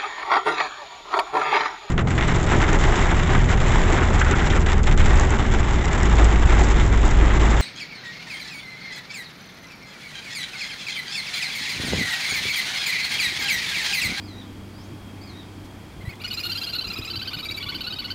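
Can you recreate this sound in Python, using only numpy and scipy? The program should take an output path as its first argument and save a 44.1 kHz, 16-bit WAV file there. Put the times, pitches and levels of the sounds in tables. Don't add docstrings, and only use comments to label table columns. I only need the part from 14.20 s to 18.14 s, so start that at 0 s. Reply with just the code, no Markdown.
import sys
import numpy as np
from scipy import signal
from scipy.fft import rfft, irfft, next_fast_len
from scipy.io import wavfile
from scipy.ndimage import uniform_filter1d, map_coordinates

SR = 44100
rng = np.random.default_rng(int(sys.argv[2]) if len(sys.argv) > 2 else 0)


def volts_from_decibels(level):
    exponent = np.asarray(level, float) / 20
    return 10 ** exponent


def waveform_to_disk(signal):
    frames = np.transpose(np.atleast_2d(signal))
    scaled = np.clip(frames, -1, 1) * 32767
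    samples = np.round(scaled).astype(np.int16)
    wavfile.write(sys.argv[1], SR, samples)


N = 173754

# (f/Hz, density/dB per Hz)
AIR_SPECTRUM = [(240, -4.5), (400, -3.5), (552, -8.5), (835, -8), (2800, -19.5), (3270, -18), (3920, -21),
                (4650, -23.5), (15600, -34)]
# (f/Hz, level/dB)
LOW_THROAT = [(1150, -7), (1400, -12), (5150, -6), (5450, -19), (6900, -24), (9500, -34.5), (12500, -26),
              (14000, -24), (15500, -39)]
HOARSE_THROAT = [(1500, -11.5), (5500, -34.5), (6400, -23.5), (8000, -34.5), (10500, -28.5), (13000, -19),
                 (14500, -30), (15500, -42)]
# (t/s, level/dB)
EFFORT = [(1.9, 3), (2.1, -1), (2.27, 5), (2.45, 4.5), (2.6, 0), (3.2, .2), (3.9, -2.5)]
CLEAR_HZ = 1534


def unit(x):
    return x / np.sqrt(np.mean(x ** 2) + 1e-20)


def along(points, hz):
    f, v = np.transpose(points)
    return np.interp(np.log(hz + 1), np.log(f + 1), v)


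def wobble(rate, size=N):
    knots = rng.standard_normal(size // 16 + 9)
    return map_coordinates(knots, [np.arange(size) * rate / SR])


def noise(response):
    m = next_fast_len(N)
    spectrum = rfft(rng.standard_normal(m)) * response(np.fft.rfftfreq(m, 1 / SR))
    return unit(irfft(spectrum, m)[:N])


def echoes(x, t60):
    t = np.arange(SR // 2) / SR
    tail = rng.standard_normal(len(t)) * volts_from_decibels(-60 * t / t60) * (t > .004)
    return signal.fftconvolve(x, tail / np.linalg.norm(tail))[:N]


def air():
    return volts_from_decibels(-46) * noise(lambda hz: volts_from_decibels(along(AIR_SPECTRUM, hz)))


def rumble():
    # (f/Hz, density/dB per Hz)
    rumble_spectrum = [(22, -23), (50, 1.5), (150, -1.5), (350, -2.5), (480, -44), (900, -120)]
    level_db = -44.5 + 2.17 * wobble(25.165) + 0.37 * wobble(3.27)
    return volts_from_decibels(level_db) * noise(lambda hz: volts_from_decibels(along(rumble_spectrum, hz)))


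def insects():
    centre_hz, width_hz = 3250, 120
    level_db = -59.8 - 1.2 * np.arange(N) / SR + 1.5 * wobble(8)
    return volts_from_decibels(level_db) * noise(lambda hz: np.exp(-((hz - centre_hz) / width_hz) ** 2))


def far_chorus():
    # (f/Hz, width/Hz, level/dB, fading/dB per s)
    blurs = [
        (2300, 350, -60, 1.5),
        (4700, 500, -64, 1.5),
    ]
    t, out = np.arange(N) / SR, np.zeros(N)
    for centre_hz, width_hz, db, fade_db in blurs:
        band = noise(lambda f: np.exp(-((f - centre_hz) / width_hz) ** 2))
        out += volts_from_decibels(db - fade_db * t + 1.5 * wobble(6)) * band
    return out


def rustle():
    # (t/s, half length/s, level/dB)
    rustles = [
        (1.455, .015, -53),
        (1.957, .003, -48),
    ]
    t = np.arange(N) / SR
    envelope = sum(volts_from_decibels(db) * np.exp(-((t - s) / half_s) ** 2) for s, half_s, db in rustles)
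    return envelope * noise(lambda hz: volts_from_decibels(along(AIR_SPECTRUM, hz)) * (hz > 1900))


def drone():
    # (f/Hz, level/dB, fading/dB per s)
    engine_orders = [(97.7, -42.5, 1.67), (197, -48.5, 3.5), (226.8, -50.5, 8.5), (259.9, -52, 3),
                     (300.5, -48.5, 7)]
    t, out = np.arange(N) / SR, np.zeros(N)
    for hz, db, fade_db in engine_orders:
        level_db = db - fade_db * t + 1.6 * wobble(9.47)
        out += np.sqrt(2) * volts_from_decibels(level_db) * np.sin(2 * np.pi * hz * t)
    return out


def bumps():
    # (t/s, peak level/dB, f/Hz)
    pushes = [(1.843, -26.5, 131), (1.882, -19.5, 96.4), (2.791, -24.5, 280), (2.799, -26.5, 95),
              (2.982, -29.5, 94), (3.172, -27.5, 127), (3.47, -29.5, 100)]
    t, out = np.arange(N) / SR, np.zeros(N)
    for s, db, hz in pushes:
        envelope = np.exp(-((t - s) * hz / 0.58) ** 2)
        out += volts_from_decibels(db) * envelope * np.cos(2 * np.pi * hz * (t - s))
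    return out


def songbirds():
    # (t after start/s, f/Hz, level/dB)
    falling = [(0, 4400, -7), (.022, 5000, -5), (0.048, 4860, 1), (.066, 4400, -6.5), (0.101, 3950, -1),
               (0.136, 3665, -7.5), (0.176, 3900, -1), (.222, 3450, -7)]
    rising = [(0, 4350, -2), (.08, 5300, 3.5), (.12, 6500, -2), (.145, 7200, -8)]
    chip = [(0, 3600, 0), (.018, 3300, 0)]
    # (start/s, level/dB, phrase, share of side partials)
    songs = [(.01, -49, falling, 1), (.53, -61, rising, 0), (1.012, -49, falling, 0.9),
             (1.725, -55, chip, 0), (3.78, -67, rising, 0)]
    t, out = np.arange(N) / SR, np.zeros(N)
    for start, song_db, phrase, rich in songs:
        s, hz, db = np.transpose(phrase)
        glide = uniform_filter1d(np.interp(t - start, s, hz), size=400)
        half_turn = np.pi * np.cumsum(glide * (1 + .015 * wobble(150))) / SR
        side_partials = volts_from_decibels(-7.5) * np.sin(half_turn) + volts_from_decibels(-16) * np.sin(3 * half_turn)
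        tone = np.sin(2 * half_turn) + rich * side_partials
        contour_db = song_db + np.interp(t - start, s, db, -120, -120)
        envelope = uniform_filter1d(volts_from_decibels(contour_db), size=300) * volts_from_decibels(3.5 * wobble(130))
        out += envelope * tone * np.sqrt(2)
    return out + volts_from_decibels(-3) * echoes(out, .3)


def rasp():
    t = np.arange(N) / SR
    level_db = -57.5 + 2 * np.interp(t, *np.transpose(EFFORT))
    hiss = noise(lambda hz: volts_from_decibels(along(LOW_THROAT, hz) / 2) * (hz > CLEAR_HZ))
    return volts_from_decibels(level_db) * (t > 2.04) * hiss


def sing(rows, shape, throat, order, hoarser=0, pointed=0, beat=0, tail=1, sag_db=0):
    flutter_hz, jitter = 449, 0.06
    strong_db = -30
    half_s, edge, rise, fall, power, rough, scatter_db = shape
    out, t = np.zeros(N + SR), np.arange(-1024, 1024) / SR
    size, k = len(t), np.arange(1, 15)[:, None]
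    for s, top_hz, db, lower_db, *length in rows:
        weak_db = strong_db - db
        highest = k * top_hz > 6000
        u = np.clip(t / half_s / np.prod(length) / np.where(t > 0, tail, 1), -1, 1)
        cap = np.sin(np.pi / 2 * np.clip((edge - abs(u)) / 0.4, 0, 1))
        slide = volts_from_decibels(min(-8 + weak_db / 2, -2)) * np.clip(6 * (1 - abs(u)), 0, 1)
        swell = np.maximum(cap, slide)

        unsteady = rough * (1 + hoarser * max(1 - top_hz / CLEAR_HZ, 0)) + .5 * (1 - cap) ** 2
        arch = abs(u) ** max(power - pointed * max(weak_db, 0), 1.5)
        hz = top_hz * (1 - np.where(u < 0, rise, fall) * arch)
        hz = hz * (1 + jitter * np.tanh(unsteady) * wobble(flutter_hz, size))

        level = db + lower_db / 2 + along(throat, k * hz) + scatter_db * rng.standard_normal(k.shape)
        level += np.interp(s, *np.transpose(EFFORT)) * highest
        level[order - 1] = db + min(lower_db, 0) * (1 - cap)
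        level[order - 2] = db + lower_db
        level[order] += min(lower_db, 0) / 2
        level -= sag_db * u + 18 * (k > 1) * np.clip((2050 - k * hz) / 250, 0, 1)

        shake = 1 + unsteady * np.array([wobble(flutter_hz, size) for _ in k])
        breath = volts_from_decibels(-12) + 3 * unsteady ** 2 / (1 + unsteady) * highest
        shake += breath * np.array([wobble(top_hz, size) for _ in k])

        turn = 2 * np.pi * (k * np.cumsum(hz) / SR + rng.random(k.shape))
        beat_turn = 2 * np.pi * np.cumsum(430 * (1 + .15 * wobble(120, size))) / SR
        depth = np.tanh(beat * unsteady) * (k >= order)
        tone = (np.sin(turn) + depth * np.sin(turn - beat_turn)) / np.sqrt(1 + depth ** 2)
        partials = volts_from_decibels(level) * shake * (k * hz < 15780) * tone
        note = swell * partials.sum(0) / np.sqrt(1 + unsteady ** 2)
        out[round(s * SR) - size // 2:][:size] += note
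    return out[:N]


def first_tries():
    # (centre/s, top f/Hz, third partial/dB, second over third/dB, length over the usual)
    tries = [
        (1.834, 1070, -53, -9),
        (1.942, 1150, -49, -9),
        (2.016, 1430, -45, 4, 1.7),
        (2.077, 1100, -54, 17, .55),
    ]
    # (half length/s, cap share, pitch drop at start, at end, arch power, roughness, scatter/dB)
    try_shape = (.012, .95, .3, .02, 1.1, .2, 3)
    return sing(tries, try_shape, HOARSE_THROAT, order=3, tail=.35)


def whistled_notes():
    # (centre/s, f/Hz, second partial/dB, first over second/dB, length over the usual)
    whistles = [(1.817, 2110, -58, 14, .75), (1.870, 2010, -51, 9.5, 1.4), (1.898, 2237, -45, 9, .55),
                (1.911, 2504, -49, 9.5, .5), (1.932, 2100, -58, 17, .65), (2.022, 2360, -42, 5, .7),
                (2.085, 2476, -32.5, -4.5), (2.147, 2479, -30.5, -4), (2.208, 2464, -31, -1),
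                (2.686, 2460, -32, -5), (2.741, 2452, -32.5, -2), (2.793, 2490, -32.5, -1.5),
                (2.859, 2472, -33.5, -1), (3.209, 2350, -38, 3, .45), (3.263, 2350, -32.5, 1.5),
                (3.319, 2332, -31, 0.5), (3.383, 2314, -31.5, 1.5)]
    # (f/Hz, level/dB)
    whistle_throat = [(6000, -28.5), (7400, -15), (9800, -23), (12200, -20.5), (14700, -21)]
    # (half length/s, cap share, pitch drop at start, at end, arch power, roughness, scatter/dB)
    opening_shape = (0.0151, 0.95, 0.07, .03, 1.5, 0.1, 3)
    whistle_shape = (.0105, .9, .02, .03, 3, .06, 3.5)
    croak_shape = (.009, .9, .22, .05, 1.5, 1.4, 3)
    croaks = [(s - .012, hz * .58, db, -4) for s, hz, db, *_ in whistles[7:]]
    openings = sing(whistles[:5], opening_shape, whistle_throat, order=2)
    trill = sing(whistles[5:], whistle_shape, whistle_throat, order=2)
    return openings + trill + sing(croaks, croak_shape, HOARSE_THROAT, order=3)


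def hoarse_notes():
    # (centre/s, top f/Hz, third partial/dB, second over third/dB, length over the usual)
    hoarse = [(2.264, 1435, -26, -6.5), (2.327, 1556, -27, -4), (2.385, 1612, -28.5, -4),
              (2.444, 1633, -29, -2.5), (2.502, 1570, -30.5, -5.5), (2.561, 1481, -24.5, -9.5),
              (2.621, 1550, -32, -1), (2.913, 1550.0, -29, -6.5), (2.969, 1558, -28, -6.5),
              (3.028, 1570, -31.5, -1), (3.086, 1575, -29, -1.5), (3.145, 1498, -28.5, -3),
              (3.200, 1520, -33, -3, 1.1), (3.438, 1476, -31.5, -3), (3.499, 1484, -28.5, -1),
              (3.558, 1530, -30, -1), (3.616, 1487, -28.5, -2, .75), (3.678, 1472, -26.5, -7),
              (3.736, 1535.0, -30.5, -1.5), (3.799, 1497, -28, -3.5), (3.855, 1490, -31, -1.5),
              (3.915, 1542, -29.5, -2)]
    # (half length/s, cap share, pitch drop at start, at end, arch power, roughness, scatter/dB)
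    hoarse_shape = (.0155, .95, .3, .12, 3.4, .18, 2.2)
    return sing(hoarse, hoarse_shape, HOARSE_THROAT, order=3, hoarser=5.1, beat=2.5, tail=.8, sag_db=1.2)


def low_bird():
    # (centre/s, top f/Hz, third partial/dB, second over third/dB, length over the usual)
    early_trill = [(2.052, 1460, -28.5, 1.5), (2.115, 1470, -29, 1, .8), (2.181, 1379, -26.5, -6),
                   (2.243, 1440, -27, -2.5), (2.304, 1400, -25.5, -5), (2.361, 1395, -28, -3),
                   (2.422, 1377, -28, -3.5), (2.477, 1418, -27.5, -4.5), (2.538, 1397, -25, -7),
                   (2.593, 1375, -22.5, -11.5), (2.651, 1372, -27, -9), (2.709, 1373, -28.5, -4),
                   (2.769, 1324, -33, -2.5), (2.828, 1325.0, -33.5, -2.5), (2.884, 1339, -31.5, -2.5),
                   (2.943, 1360, -30, -6), (3.001, 1336, -30, -8)]
    late_trill = [(3.061, 1296, -37.5, -1), (3.119, 1224, -37, -2.5), (3.178, 1260, -35.5, -2.5),
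                  (3.236, 1288, -29, -13), (3.294, 1294, -26.0, -21), (3.351, 1315, -30, -13.5),
                  (3.415, 1148, -34, -1, 1.15), (3.472, 1165, -33, -1.5, 1.15),
                  (3.53, 1140, -35.5, 1, 1.15), (3.589, 1220.0, -41.5, 0.5), (3.649, 1362, -28.0, -7.5),
                  (3.711, 1290, -30.0, -9.5), (3.768, 1273, -31.5, -10.0), (3.827, 1182, -40, 0.5),
                  (3.889, 1133, -40.5, 1.5)]
    # (half length/s, cap share, pitch drop at start, at end, arch power, roughness, scatter/dB)
    low_shape = (.017, .66, .36, .36, 3.1, .07, 2.2)
    return sing(early_trill + late_trill, low_shape, LOW_THROAT, order=3, pointed=.17)


def duet():
    birds = low_bird() + hoarse_notes() + whistled_notes() + first_tries()
    slap = volts_from_decibels(-15) * np.roll(birds, round(.015 * SR)) * (np.arange(N) > SR)
    shore = volts_from_decibels(-11) * echoes(birds, .16)
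    return birds + slap + shore


def scene():
    background = air() + rumble() + insects() + far_chorus() + rustle() + drone() + bumps()
    return (background + songbirds() + rasp() + duet())[None]


def roll_off(x):
    return signal.sosfilt(signal.butter(12, 15740, fs=SR, output="sos"), x)


def record(dry):
    return roll_off(dry)


dry = scene()
out = record(dry)
waveform_to_disk(out)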